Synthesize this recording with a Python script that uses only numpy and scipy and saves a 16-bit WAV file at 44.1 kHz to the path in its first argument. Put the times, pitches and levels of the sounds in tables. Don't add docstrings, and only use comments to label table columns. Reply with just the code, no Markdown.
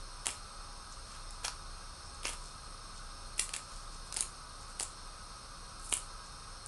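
import sys
import numpy as np
from scipy import signal
from scipy.fft import rfft, irfft, next_fast_len
from scipy.io import wavfile

SR = 44100
rng = np.random.default_rng(int(sys.argv[2]) if len(sys.argv) > 2 else 0)


def to_wav(sig):
    pcm = np.clip(np.atleast_2d(sig), -1, 1) * 32767
    pcm = np.round(pcm).astype(np.int16)
    wavfile.write(sys.argv[1], SR, pcm.T)


N = 294251

# (frequency [Hz], relative power density [dB])
HISS_SLOPE = [(12, -14), (25, 2.5), (82, -2.5), (300, -17), (900, -15.5), (1300, -9.5), (1750, -23),
              (3200, -24.5), (4500, -16), (6300, -21.5), (7400, -32), (8700, -18), (10100, -23),
              (11100, -45), (12400, -49)]
# (frequency [Hz], width [Hz], relative power density at the top [dB])
HISS_RESONANCES = [(547, 25, -10), (822, 8.3, -6), (985.4, 8.5, 0), (1067, 6.5, -4), (1092.5, 24, -3),
                   (1210, 113, -6.5), (1272, 25.4, -1), (1328, 12, -2.5), (1480, 8.3, -12), (1484, 75, -11),
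                   (1610, 27, -9), (2500, 20, -14), (2550, 34, -22), (2700, 13, -15.5), (3705, 72, -14),
                   (4197, 28, -5), (4290, 130, -14), (4470, 27, -30), (5206, 150, -12), (5320, 10, -1.5),
                   (5615, 110, -13), (6420, 135, -16), (8335, 210, -11.5), (10486, 185, -19.5),
                   (11570, 115, -28.5), (12100, 300, -59)]
# (time [s], length [ms], peak of thud [dB], of rib crunch [dB], of skin tick [dB])
LOUD_VEINS = [(0.2576, 1.8, -45, -33, -23), (0.2676, 0.32, -25, -20.5, -8.5), (0.2825, 0.74, -31, -48, -20),
              (0.2902, 0.76, -50, -27, -35), (0.3051, 0.5, -40, -37, -26), (0.3132, 1, -55, -45, -29),
              (1.3076, 0.9, -58, -53, -29.5), (1.4473, 2.3, -29, -28, -25), (1.4513, 0.96, -47, -26, -26),
              (1.4582, 1.8, -50, -48, -32), (1.4664, 2, -40, -41, -39), (1.4806, 1.8, -29, -29.5, -25.5),
              (2.2327, 0.92, -55, -35, -29), (2.2535, 2, -26.5, -20.5, -40), (2.2671, 0.92, -51, -28, -30),
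              (2.2705, 1.7, -45, -35, -25), (2.2808, 1.8, -50, -29, -28), (2.2918, 1.4, -35, -31, -33),
              (2.2957, .8, -43, -43, -28), (2.3247, .9, -54, -42, -37), (3.3802, 0.7, -52, -37, -22),
              (3.3933, 1.6, -34, -22, -23), (3.3958, 1.45, -36.5, -22, -8), (3.404, 1.4, -44, -40, -30),
              (3.4923, 0.72, -56, -32.5, -23), (3.5362, 0.83, -47, -42, -20),
              (3.5388, 1.1, -39, -26, -21.5), (3.5494, 0.95, -34, -45, -29), (3.564, 0.52, -39, -28, -16.5),
              (4.1249, 1.6, -38.5, -34.5, -24), (4.1428, 0.32, -41, -40, -18.5),
              (4.1645, 1.3, -49, -29, -22), (4.1693, 0.57, -34.5, -29, -13.5), (4.1737, 2.8, -41, -39, -28),
              (4.1894, 3.7, -52, -35, -30), (4.1991, .7, -51, -42, -25), (4.2074, 1.2, -40, -33, -9),
              (4.2146, 1.2, -49, -48, -26), (4.2248, 0.65, -46, -32.5, -21), (4.7935, 0.97, -45, -51, -29),
              (4.7983, 1.5, -43, -29.5, -17), (4.8073, 0.4, -29.5, -36, -18), (4.8169, .6, -56, -39, -25),
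              (4.82, 0.7, -50, -40, -22), (4.8283, 1.2, -37, -48, -17.5), (4.8321, 1.5, -55, -37, -20),
              (5.8966, 0.6, -53, -54, -32), (5.9228, 0.55, -37, -36, -26), (5.9257, 1.9, -26, -19, -12),
              (5.9381, 0.39, -40, -40, -6), (5.9693, 0.7, -38, -47, -17), (5.9761, 1.4, -51, -40, -28),
              (6.6614, 0.82, -65, -54, -24.5)]
# (centre [Hz], width [Hz])
SNAP_BANDS = [(900, 1130), (2700, 1510), (5300, 1960), (9200, 3670)]
# (time [s], rise [ms], fall [ms], fizz [dB], crackle [dB],
#                  tick of the small veins [dB], crispness of this leaf [dB])
TEARS = [(.268, 12, 74, -43, -51.5, -38, -2), (1.447, 9.9, 32, -39.5, -48.5, -40, -1.5),
         (2.265, 19.5, 63, -38.5, -45.5, -33, -1.5), (3.395, 13.3, 52, -37.5, -63, -37, -4.5),
         (3.545, 8, 42, -47, -57, -34, -1.5), (4.2, 26, 42, -45, -55, -33, 0),
         (4.81, 12, 34, -50, -56, -31, 2), (5.85, 35, 36, -52, -74, -35, -4),
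         (5.93, 33, 35, -39, -72, -33, -4.5)]
# (time [s], half length [ms], centre [Hz], level before the band filter [dB])
RUBS = [(.925, 12, 6650, -46), (1.13, 87, 5970, -55), (2.06, 10, 7000, -55), (2.147, 5, 7300, -45),
        (2.46, 53, 7500, -51.5), (2.965, 24, 5400, -49.5), (3.27, 10, 10500, -49), (3.76, 78, 8000, -51.5),
        (3.95, 36, 6500, -52.5), (4.07, 10, 8540, -47), (4.62, 15, 8040, -49), (4.7, 15, 8500, -48),
        (6.26, 13, 6940, -46)]

HISS_DB, HISS_END_HZ = -49, 12400
HUM_HZ, HUM_DB, HUM_WAVER_DB = 30, -51.5, 2.5
FIRST_DIP_S, DIP_EVERY_S, DIP_HALF_S = 0.3, 1.7, 0.049
FIRST_BREAK = 12
VEIN_SPREAD_DB = 3.5
CRACK_FROM_TICK = 0.32
SMALL_PER_RIP, SMALL_MS, SMALL_SPREAD_DB = 9, 0.77, 3
SMALL_THUD_DB, SMALL_CRUNCH_DB = 5.5, 10.5
RIP_PER_S, RUSTLE_PER_S = 6000, 1800
KITCHEN_T60_S, KITCHEN_DB, WALL_CUT_HZ = 0.25, -8, 10300
RUSTLE_WIDTH_HZ, WIDER_HZ_PER_MS = 2200, 90
MIC_STOP_HZ, MIC_TOP_HZ, MIC_TOP_DB = 11040, 11540, -14
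CUTOFF_HZ = 13100


def from_db(db):
    return 10 ** (np.asarray(db) / 20)


def rms_one(x):
    return x / np.sqrt(np.mean(x ** 2) + 1e-20)


def band(x, low_hz, high_hz):
    edges = [max(low_hz, 50), min(high_hz, 15000)]
    return signal.sosfilt(signal.butter(2, edges, "band", fs=SR, output="sos"), x + 1e-18)


def drift(corner_hz):
    r = np.exp(-80 * np.pi * corner_hz / SR)
    noise = rng.standard_normal(N // 40 + 2002)
    slow = signal.lfilter([1], [1, -2 * r, r * r], noise)[2000:]
    return np.interp(np.arange(N) / 40, np.arange(len(slow)), rms_one(slow))


def grains(per_s, spread_db):
    born = rng.random(N) < per_s * from_db(4.0 * drift(60)) / SR
    size = from_db(spread_db * np.minimum(rng.exponential(1, N), 4))
    return born * size * rng.choice([-1, 1], N)


def swell(s, rise_ms, fall_ms):
    t = (np.arange(N) / SR - s) * 1000
    return np.exp(-(t / np.where(t < 0, rise_ms, fall_ms)) ** 2)


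def hiss():
    size = next_fast_len(N)
    hz = np.maximum(np.arange(size // 2 + 1) * SR / size, 1)
    points = np.array(HISS_SLOPE)
    power = from_db(np.interp(np.log(hz), np.log(points[:, 0]), points[:, 1])) ** 2
    for mode_hz, width_hz, top_db in HISS_RESONANCES:
        power += from_db(top_db) ** 2 / (1 + (2 * (hz - mode_hz) / width_hz) ** 2) ** 2
    spectrum = rfft(rng.standard_normal(size)) * np.sqrt(power) * (hz < HISS_END_HZ)
    return from_db(HISS_DB) * rms_one(irfft(spectrum, size)[:N])


def hum():
    t = np.arange(N) / SR
    from_dip = (t - FIRST_DIP_S + DIP_EVERY_S / 2) % DIP_EVERY_S - DIP_EVERY_S / 2
    gain = from_db(HUM_DB + HUM_WAVER_DB * drift(3.2))
    gain = gain * (1 - np.exp(-(from_dip / DIP_HALF_S) ** 2))
    return np.sqrt(2) * gain * np.sin(2 * np.pi * HUM_HZ * t)


def small_snaps():
    veins = []
    luck = rng.standard_normal((len(TEARS), SMALL_PER_RIP, 5))
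    for (s, rise_ms, fall_ms, _, crackle_db, tick_db, _), rows in zip(TEARS, luck):
        for place, size, deep, low, high in rows:
            side_ms = rise_ms if place < 0 else fall_ms
            veins.append((
                s + place * side_ms / 1000,
                SMALL_MS * np.exp(0.47 * size),
                crackle_db + SMALL_THUD_DB + SMALL_SPREAD_DB * deep - 2.6 * place ** 2,
                crackle_db + SMALL_CRUNCH_DB + SMALL_SPREAD_DB * low - 2.2 * place ** 2,
                tick_db + SMALL_SPREAD_DB * high - 4.0 * place ** 2))
    return veins


def snaps():
    veins = LOUD_VEINS + small_snaps()
    out, span = np.zeros(N + 1024), np.arange(1024) / SR
    luck = rng.standard_normal((len(veins), 1025))
    for (s, length_ms, thud_db, crunch_db, tick_db), row in zip(veins, luck):
        fibres, crack_luck_db = row[1:], VEIN_SPREAD_DB * row[0]
        crisp_db = min(TEARS, key=lambda tear: abs(tear[0] - s))[-1]
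        crack_db = crunch_db + CRACK_FROM_TICK * (tick_db - crunch_db) + crisp_db + crack_luck_db
        levels_db = (thud_db, crunch_db, crack_db, tick_db)
        fading = np.exp(-(1000 * span / length_ms) ** 2) + .05 * np.exp(-span / .004)
        breaking = fibres * np.abs(fibres) * fading
        breaking[0] = -FIRST_BREAK / np.sqrt(length_ms)
        at = min(int(s * SR), N - 1)
        for (hz, width_hz), level_db in zip(SNAP_BANDS, levels_db):
            part = band(breaking, hz - width_hz / 2, hz + width_hz / 2)
            out[at:at + 1024] += from_db(level_db) * part / np.abs(part).max()
    return out[:N]


def rip():
    cells = grains(RIP_PER_S, spread_db=8.0)
    fizz = rms_one(band(cells, 7600, 12300))
    crackle = rms_one(band(cells, 660, 4300))
    out = np.zeros(N)
    for s, rise_ms, fall_ms, fizz_db, crackle_db, *_ in TEARS:
        tissue = from_db(fizz_db) * fizz + from_db(crackle_db) * crackle
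        out += swell(s, rise_ms, fall_ms) * tissue
    return out


def kitchen(x):
    t = np.arange(int(.5 * SR)) / SR
    onset = np.minimum(t / 0.00044, 1)
    white = rng.standard_normal(len(t)) * onset * from_db(-60 * t / KITCHEN_T60_S)
    tail = band(white, 320, WALL_CUT_HZ)
    tail = tail / np.sqrt(np.sum(tail ** 2))
    return from_db(KITCHEN_DB) * signal.fftconvolve(x, tail)[:N]


def rustle():
    cells, out = rms_one(grains(RUSTLE_PER_S, spread_db=5.0)), np.zeros(N)
    for s, length_ms, hz, level_db in RUBS:
        near = slice(int((s - .2) * SR), int((s + .2) * SR))
        rubbing = (cells * swell(s, length_ms, length_ms))[near]
        width_hz = RUSTLE_WIDTH_HZ + WIDER_HZ_PER_MS * length_ms
        out[near] += from_db(level_db) * band(rubbing, hz - width_hz / 2, hz + width_hz / 2)
    return out


def capsule(x):
    low = signal.sosfilt(signal.cheby2(10, 35.0, MIC_STOP_HZ, fs=SR, output="sos"), x)
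    peak = x
    for _ in range(2):
        peak = band(peak, MIC_TOP_HZ - 500, MIC_TOP_HZ + 500)
    return low + from_db(MIC_TOP_DB) * peak


def scene():
    leaves = snaps() + rip() + rustle()
    heard = capsule(leaves + kitchen(leaves))
    return (heard + hiss() + hum())[None]


def record(dry):
    return signal.sosfilt(signal.ellip(10, .5, 60, CUTOFF_HZ, fs=SR, output="sos"), dry)


dry = scene()
out = record(dry)
to_wav(out)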